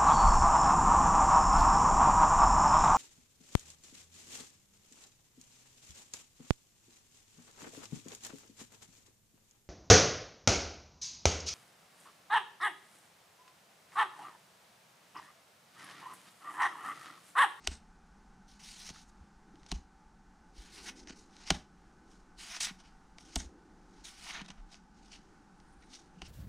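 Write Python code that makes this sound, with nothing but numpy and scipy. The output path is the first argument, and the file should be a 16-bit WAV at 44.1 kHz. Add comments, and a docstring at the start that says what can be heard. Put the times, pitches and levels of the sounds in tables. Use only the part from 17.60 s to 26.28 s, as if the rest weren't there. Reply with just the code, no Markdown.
"""Trading cards dealt from a hand-held stack, close to a mono microphone in a small room.
A fan runs in the background throughout. At once a sleeve rustles and a card snaps down on a pile,
thumping the table. From 0.9 s four more are drawn: each hisses over the next and flicks clear,
fingers tick and brush on it, and it is snapped down, near 2.1, 3.9, 5.8 and, after a wait, 8.6 s."""
import sys
import numpy as np
from scipy import signal
from scipy.fft import rfft, irfft, next_fast_len
from scipy.io import wavfile
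from scipy.ndimage import uniform_filter1d

SR = 44100
rng = np.random.default_rng(int(sys.argv[2]) if len(sys.argv) > 2 else 0)


def master_out(mix):
    """Clip the mix to full scale and print it as 16-bit PCM to the path in sys.argv[1]."""
    frames = np.transpose(np.atleast_2d(mix))
    ceiling = np.clip(frames, -1, 1)
    pcm = np.round(ceiling * 32767).astype(np.int16)
    wavfile.write(sys.argv[1], SR, pcm)


N = 382788
TIME = np.arange(N) / SR

# fan heard through its housing: (frequency [Hz], width [Hz], rms level [dB])
FAN_MODES = [(192, 60, -67.5), (785, 100, -73.5), (865, 68, -73.5), (1506, 35, -79.5)]
# room tone, the fan's air and the rumble under it: (frequency [Hz], relative level [dB])
AIR_SPECTRUM = [(20, -22.5), (70, -16.5), (110, -18.5), (170, -13), (380, -19.5), (560, -28.5),
                (1000, -22.5), (1400, -21), (2200, -32.5), (3500, -37.5), (6000, -35.5), (9200, -43),
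                (11300, -52.5), (15000, -68)]
RUMBLE_SPECTRUM = [(15, 0.5), (40, 6.5), (65, -3.5), (110, -22), (200, -42), (600, -69.5)]
# moves of the reaching arm: (time of top speed [s], length [s], sleeve level [dB])
REACHES = [(0.065, 0.24, -69), (0.68, 0.29, -74), (1.98, 0.7, -69), (3.36, 0.64, -58.5),
           (4.545, .75, -66.5), (5.88, 0.54, -61.5), (6.337, 0.42, -67.5), (6.78, .2, -63),
           (7.63, 0.76, -67), (8.45, .6, -66)]
# cards meeting the pile: (time [s], skid level [dB], settling level [dB], edge ring [Hz],
# thud level [dB], thud pitch [Hz], rocking level [dB])
LANDINGS = [(0.074, -64, -50.5, 8100, -49, 393, -49), (2.117, -57.5, -62, 6070, -38, 171, -42.5),
            (3.905, -46.5, -52.5, 3770, -29.5, 166, -50.5), (5.758, -63, -49.5, 6600, -34.5, 259.5, -47.5),
            (8.62, -87.5, -55, 2800, -49, 178, -62)]
# short scrapes of card edges and, at 8.1 s, a faint, long hiss near 9 kHz:
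# (time of peak [s], length [s], level [dB], ring [Hz])
SCRAPES_AND_HISS = [(0.071, 0.0035, -44, 1800), (1.225, 0.12, -58, 4260), (1.356, 0.028, -53, 1490),
                    (3.189, .02, -53, 4470), (3.266, 0.043, -49.5, 1860), (3.283, .025, -55.5, 3030),
                    (3.487, .04, -54, 1870), (3.483, 0.032, -51.5, 5960), (4.952, 0.029, -48, 5300),
                    (5.032, 0.033, -38.5, 7600), (5.762, .008, -38.5, 765), (5.782, 0.044, -53, 8100),
                    (6.748, 0.065, -53, 6300), (6.764, 0.04, -54, 3400), (7.542, 0.026, -51.5, 2860),
                    (8.1, 0.42, -80, 8960), (8.34, 0.029, -55.5, 5800)]
# cards snapped down: (time [s], level [dB], ring of the bent card [Hz], relative ring level [dB],
# tilt [dB/octave], table knock level [dB], table sway level [dB])
SNAPS = [(0.0739, -24, 2740, 2.5, 1.5, -51, -42.5), (2.117, -32.5, 4080, 7.5, 1.2, -42, -38),
         (2.124, -43, 2780, 17, 3, -74, -39.5), (3.9049, -19, 3100, 1, -1, -33.5, -40.5),
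         (3.909, -29.5, 2280, -5.5, -1, -60, -56), (5.7584, -29, 2780, -17.5, 6, -43, -39),
         (5.7627, -33.5, 3300, 6, -1, -46.5, -47), (8.6188, -40.5, 2750, 10.5, -2.5, -52.5, -56)]
# dull low bumps, including the after-thump of a card landing on the pile:
# (time [s], level [dB], pitch [Hz], width [Hz])
KNOCKS = [(0.115, -47, 237, 93), (1.305, -44, 194, 240), (1.599, -54, 74.6, 27), (1.94, -54, 308, 40),
          (2.98, -53.5, 45, 26), (3.301, -52, 228, 69), (3.502, -44.5, 243, 70), (5.11, -48, 188, 80),
          (5.85, -52, 64.9, 28), (6.816, -43, 205, 77), (6.897, -50, 200, 99), (6.979, -53, 32, 13),
          (8.30, -58, 258, 19), (8.57, -54, 176, 30)]
# pushes that draw a card off the stack, a few per card: (start [s], stop [s], attack [s], release [s],
# first level [dB], last level [dB], card body relative to hiss at mid-push [dB])
PUSHES = [(0.88, 0.972, 0.0033, 0.018, -63.5, -70, -12), (0.994, 1.036, .001, .01, -60, -68, -3),
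          (1.039, 1.228, 0.009, .02, -51.5, -53.5, -16), (1.251, 1.303, 0.0052, 0.0095, -50, -51, -9.5),
          (1.337, 1.425, .008, 0.019, -57, -61, -24), (2.971, 3.076, 0.013, 0.044, -56.5, -60.5, -8.5),
          (3.125, 3.19, .012, 0.022, -54, -53.5, -6), (3.233, 3.298, 0.0088, 0.0094, -52.5, -46, -6),
          (4.785, 4.969, 0.006, 0.017, -50, -46.5, -4.5),
          (5.004, 5.056, 0.0014, 0.0081, -34.5, -36.5, -10.5),
          (5.063, 5.101, 0.0044, 0.0079, -49, -54.5, 5.5), (6.443, 6.489, 0.0025, .035, -49, -54.5, -7.5),
          (6.56, 6.711, .015, 0.015, -57, -48.5, -1.5), (6.731, 6.817, 0.0048, 0.0095, -56, -68.5, 13.5)]
# card edges and nails catching: (time [s], level [dB], ring [Hz])
TICKS = [(1.2895, -40.5, 5840), (1.300, -47, 2970), (1.955, -63, 2980), (2.031, -59, 1800),
         (2.062, -53, 5300), (3.472, -48, 2000), (3.483, -62, 2600), (3.496, -50, 2100),
         (3.505, -48.5, 2290), (3.765, -52.5, 4070), (3.921, -41, 3800), (4.964, -38.5, 6130),
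         (5.007, -39.5, 5300), (5.069, -40.5, 1600), (5.583, -47.5, 2230), (6.814, -46, 2980),
         (6.860, -53, 3700), (6.886, -53.5, 2600), (6.902, -45.5, 2920), (7.142, -50, 2550),
         (7.519, -53, 6000), (8.000, -61.5, 5000)]
# light rubs of fingers and cards: (time of peak [s], length [s], level [dB], tilt [dB/octave])
BRUSHES = [(1.48, .05, -69, 8), (3.384, 0.089, -60, 2), (3.5, 0.037, -55, -2), (3.583, 0.072, -60, 6),
           (3.735, 0.1, -67, .5), (3.83, .12, -65, -4), (4.517, 0.11, -68, 4), (5.201, 0.039, -59.5, -1.5),
           (5.261, 0.066, -65, -2), (5.603, 0.05, -61.5, 3.5), (5.693, 0.11, -60, 2),
           (6.376, 0.29, -69.5, 1), (6.852, 0.024, -57.5, -3.5), (6.886, 0.011, -52, -2.5),
           (6.907, 0.023, -53, -4), (6.984, 0.037, -60.5, -8), (7.129, .08, -59, -0.5),
           (7.46, 0.24, -66.5, 0.5), (7.53, 0.043, -55.5, 0.5), (8.225, 0.064, -68, -3.5),
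           (8.343, 0.099, -56, 1.5)]
# resonances of a card and of the table under the pile: (frequency [Hz], width [Hz], gain [dB])
CARD_MODES = [(740, 300, 0.5), (1525, 310, -2), (2030, 700, -4.5), (3030, 440, -2.5), (3800, 920, -2.5),
              (4580, 950, 0.5), (5700, 1400, 0), (6670, 680, 1), (8970, 2500, -6.5)]
TABLE_MODES = [(163, 70, 0.5), (277.6, 76, 5), (401, 36, 3.5), (615.7, 80, -13.5), (779, 77, 2.5),
               (1075, 100, -2.5)]
# tone of each contact and of the room: (frequency [Hz], gain [dB])
RUB_SPECTRUM = [(300, -23.5), (900, -7.5), (2500, 0), (5500, -2), (8600, -7.5), (11000, -18.5),
                (15000, -30)]  # a light rub
CRACK_SPECTRUM = [(200, -3), (600, -2.5), (1500, -1.5), (3000, 1), (6000, -3.5), (9000, -7), (11000, -20),
                  (12700, -16.5), (15000, -23.5)]  # an edge striking
HISS_SPECTRUM = [(900, -20), (1800, -2.5), (2800, 3), (4500, 3), (6500, 0.5), (9600, -2.5), (11300, -9.5),
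                 (15000, -9)]  # card sliding over card
BODY_SPECTRUM = [(350, -29), (700, -3.5), (1100, 6), (1700, 8), (2500, 9.5), (4000, 3), (9000, -23)]  # the card flexing
ECHO_SPECTRUM = [(60, 5.5), (250, 0), (800, -5.5), (1600, -5.5), (4000, -9.5), (9000, -9.5), (15000, -5.5)]  # reflections reaching the microphone


def undb(db):
    """Decibels to gain."""
    return 10 ** (np.asarray(db) / 20)


def unit(x):
    """Scale to rms 1."""
    return x / np.sqrt(np.mean(x ** 2))


def unit_at_peak(x, window):
    """Scale to rms 1 over the loudest window of samples."""
    return x / np.sqrt(uniform_filter1d(x ** 2, size=window).max())


def add(track, start_s, sound):
    """Mix a sound into a track."""
    i = int(start_s * SR)
    part = sound[max(-i, 0):N - i]
    track[max(i, 0):max(i, 0) + len(part)] += part


def colour(x, spectrum, tilt_db=0):
    """Filter by a spectrum, tipped by tilt_db an octave between 1 and 16 kHz."""
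    size = next_fast_len(len(x))
    octave = np.log2(np.maximum(np.fft.rfftfreq(size, 1 / SR), 10) / 4000)
    hz, db = np.transpose(spectrum)
    gain_db = np.interp(octave, np.log2(hz / 4000), db) + tilt_db * np.clip(octave, -2, 2)
    return irfft(rfft(x, size) * undb(gain_db), size)[:len(x)]


def band(x, hz, width):
    """One resonance, gain 1 at its centre."""
    return signal.lfilter(*signal.iirpeak(min(hz, SR / 3), hz / width, fs=SR), x)


def noise_band(hz, width):
    """Noise passed twice through one resonance; rms 1."""
    return unit(band(band(rng.standard_normal(N), hz, width), hz, width))


def ring(x, modes):
    """A body's resonances; neighbouring modes swing in opposite senses."""
    return sum((-1) ** k * undb(db) * band(x, hz, width) for k, (hz, width, db) in enumerate(modes))


def wander(rate_hz):
    """Smooth random drift with rms 1."""
    hold = int(SR / rate_hz)
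    steps = np.repeat(rng.standard_normal(N // hold + 1), hold)[:N]
    return unit(uniform_filter1d(steps, hold))


def swell(peak_s, rise_s, fall_s, shape=1.3):
    """The samples that a short move covers, and its force over them."""
    span = (TIME > peak_s - 4 * rise_s) & (TIME < peak_s + 5 * fall_s)
    t = TIME[span] - peak_s
    return span, np.exp(-np.abs(t / np.where(t < 0, rise_s, fall_s)) ** shape)


def stroke(peak_s, length_s, rise_share=.33):
    """A swell that rises faster than it falls."""
    return swell(peak_s, rise_share * length_s, (1 - rise_share) * length_s)


def fan():
    """In the background, a fan's roar and housing resonances over soft hiss and uneven rumble."""
    air = unit(colour(rng.standard_normal(N), AIR_SPECTRUM)) * undb(-66 + .74 * wander(rate_hz=6))
    for hz, width, db in FAN_MODES:
        air += noise_band(hz, width) * undb(db + .74 * wander(rate_hz=2.8))
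    rumble = unit(colour(rng.standard_normal(N), RUMBLE_SPECTRUM))
    return air + rumble * undb(-63.5 + 1.1 * wander(rate_hz=9.3))


def sleeve():
    """Dull rustle of cloth that swells and fades with each move of the arm."""
    speed = np.zeros(N)
    for s, length, db in REACHES:
        span, force = swell(s, length / 2, length / 2)
        speed[span] += undb(db) * force
    return noise_band(hz=305, width=170) * speed * undb(.91 * wander(rate_hz=17))


def friction(grain_db, catch_db):
    """Paper fibres let go in tiny uneven slips, bunched where the card catches; they ring the card."""
    catch = np.minimum(wander(rate_hz=140), 1.5)
    slips = rng.standard_normal(N) * undb(grain_db * wander(rate_hz=2500) + catch_db * catch)
    # the contact point travels, so each mode comes and goes
    return ring(slips, [(hz, width, db + 1.2 * wander(rate_hz=22)) for hz, width, db in CARD_MODES])


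def narrow(slips, hz):
    """Grainy noise heard through one resonance; rms 1."""
    width = 690 * np.sqrt(hz / 3000)
    return unit(band(band(slips, hz, width), hz, 2 * width))


def knock(hz, width_hz):
    """A soft push on one damped mode; rms near 1 at its top."""
    t = np.arange(SR // 3) / SR
    swing = np.sin(2 * np.pi * hz * t) * np.exp(-np.pi * width_hz * t) * (1 - np.exp(-t * hz))
    return np.sqrt(2) * swing / np.abs(swing).max()


def landings():
    """A card skids in, thuds on the pile, rocks it and slides to rest with its edge ringing."""
    rub, out = friction(grain_db=2.5, catch_db=3.7), np.zeros(N)
    for s, skid_db, settle_db, ring_hz, thud_db, thud_hz, rock_db in LANDINGS:
        span, force = swell(s - .008, rise_s=.045, fall_s=.018, shape=.91)
        skid = unit(colour(rub[span], RUB_SPECTRUM, tilt_db=-.3))
        out[span] += undb(skid_db) * force * skid
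        add(out, s + .004, undb(thud_db) * knock(thud_hz, width_hz=61))
        add(out, s + .028, undb(rock_db) * knock(hz=60, width_hz=33))
        span, force = swell(s + .046, rise_s=.036, fall_s=.028, shape=1)
        slide = unit(colour(rub[span], RUB_SPECTRUM, tilt_db=.2))
        out[span] += undb(settle_db) * force * (slide + undb(-8) * narrow(rub[span], ring_hz))
    return out


def scrapes_and_hiss():
    """Short edge scrapes, each ringing one resonance, and a faint, long hiss near 9 kHz."""
    slips, out = friction(grain_db=-.5, catch_db=4.5), np.zeros(N)
    for s, length, db, hz in SCRAPES_AND_HISS:
        span, force = stroke(s, length)
        out[span] += undb(db) * force * narrow(slips[span], hz)
    return out


def crack(hz, tilt_db, rise_s, fall_s, ring_db, width_hz):
    """An edge skids for a moment and strikes, 20 ms in; rms 1 over its loudest 3 ms."""
    t = np.arange(4096) / SR - .02
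    contact = np.exp(-np.abs(t / np.where(t < 0, rise_s, fall_s)))
    skid = rng.standard_normal(len(t))
    for _ in range(2):  # a hard contact excites all pitches alike
        skid = irfft(np.exp(1j * np.angle(rfft(skid * contact))))
    # a tighter bend stiffens the card and lifts all its modes a little
    lift = (hz / 3000) ** .1
    bent_modes = [(mode_hz * lift, .99 * width, db) for mode_hz, width, db in CARD_MODES]
    card = ring(skid * np.sqrt(contact), bent_modes)
    card += undb(ring_db) * band(card, hz, width_hz)
    return unit_at_peak(colour(card, CRACK_SPECTRUM, tilt_db), window=132)


def table_thump(travel_s):
    """A bending wave crosses the table, low notes last; travel_s is its travel time at 100 Hz."""
    hz = np.fft.rfftfreq(16384, 1 / SR)
    wave = irfft(np.exp(-2j * np.pi * 20 * travel_s * np.sqrt(hz)))
    return unit_at_peak(ring(wave, TABLE_MODES), window=441)


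def snaps():
    """The bent card slips off the thumb, slaps the pile and shakes the table."""
    out = np.zeros(N)
    thump, sway = table_thump(travel_s=.009), knock(hz=65, width_hz=37)
    for s, db, hz, ring_db, tilt_db, knock_db, sway_db in SNAPS:
        slap = crack(hz, tilt_db, rise_s=.0024, fall_s=.0026, ring_db=ring_db, width_hz=370)
        add(out, s - .02, undb(db) * slap)
        add(out, s + .00092, undb(knock_db) * thump)
        add(out, s + .0032, undb(sway_db) * sway)
    return out


def knocks():
    """Dull low bumps, including the after-thump of a card landing on the pile."""
    out = np.zeros(N)
    for s, db, hz, width_hz in KNOCKS:
        add(out, s, undb(db) * knock(hz, width_hz))
    return out


def pulls(speed_up_power=1.4, ease_db_per_s=9.5, body_rise_db=10):
    """A card hisses over the stack, gathering speed; as the overlap shrinks its body sounds more."""
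    hiss = unit(colour(friction(grain_db=1.5, catch_db=1.33), HISS_SPECTRUM))
    body = unit(colour(friction(grain_db=2, catch_db=1.5), BODY_SPECTRUM))
    out = np.zeros(N)
    for start, stop, attack, release, first_db, last_db, body_db in PUSHES:
        span = (TIME > start - 6 * attack) & (TIME < stop + 6 * release)
        t, length = TIME[span] - start, stop - start
        progress = np.clip(t / length, 0, 1)
        db = first_db + (last_db - first_db) * progress ** speed_up_power
        db -= ease_db_per_s * length * np.sin(np.pi * progress)  # friction eases midway in a long push
        fade_in = 1 / (1 + np.exp(-t / attack))
        fade_out = np.exp(-np.maximum(t - length, 0) / release)
        body_gain = undb(body_db + body_rise_db * (progress - .5))
        out[span] += undb(db) * fade_in * fade_out * (hiss[span] + body_gain * body[span])
    return out


def ticks():
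    """Small dry catches of a card's edge, softened by the skin that holds it."""
    out = np.zeros(N)
    for s, db, hz in TICKS:
        tick = crack(hz, tilt_db=.5, rise_s=.0008, fall_s=.0035, ring_db=2.5, width_hz=550)
        add(out, s - .019, undb(db) * tick)
    return signal.sosfilt(signal.butter(2, 8000, fs=SR, output="sos"), out)


def brushes():
    """Fingers and cards rub lightly, in short strokes that swell and die away."""
    rub, out = friction(grain_db=1, catch_db=3), np.zeros(N)
    for s, length, db, tilt_db in BRUSHES:
        span, force = stroke(s, length)
        out[span] += undb(db) * force * unit(colour(rub[span], RUB_SPECTRUM, tilt_db))
    return out


def room(direct, wet_db, t60_s, wall_s, near_db):
    """Close up, the direct sound leads; weak echoes follow from things on the table, then the walls."""
    t = np.arange(SR // 2) / SR
    walls = undb(-60 * np.abs(t - wall_s) / np.where(t < wall_s, t60_s * .6, t60_s))
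    nearby = undb(near_db) * np.exp(-t / .0082)
    echoes = colour(rng.standard_normal(len(t)) * (walls + nearby) * (t > .002), ECHO_SPECTRUM)
    echoes /= np.sqrt(np.sum(echoes ** 2))
    return direct + undb(wet_db) * signal.fftconvolve(direct, echoes)[:N]


def scene():
    """One microphone close to the cards, the fan behind; the same in both channels."""
    cards = landings() + scrapes_and_hiss() + snaps() + knocks() + pulls() + ticks() + brushes()
    mono = fan() + sleeve() + room(cards, wet_db=-12, t60_s=.24, wall_s=.042, near_db=13.5)
    return np.array([mono, mono])


def record(dry):
    """The recorder cuts the treble steeply above 15.5 kHz."""
    return signal.sosfilt(signal.ellip(8, .2, 70, 15500, fs=SR, output="sos"), dry)


dry = scene()
out = record(dry)
master_out(out)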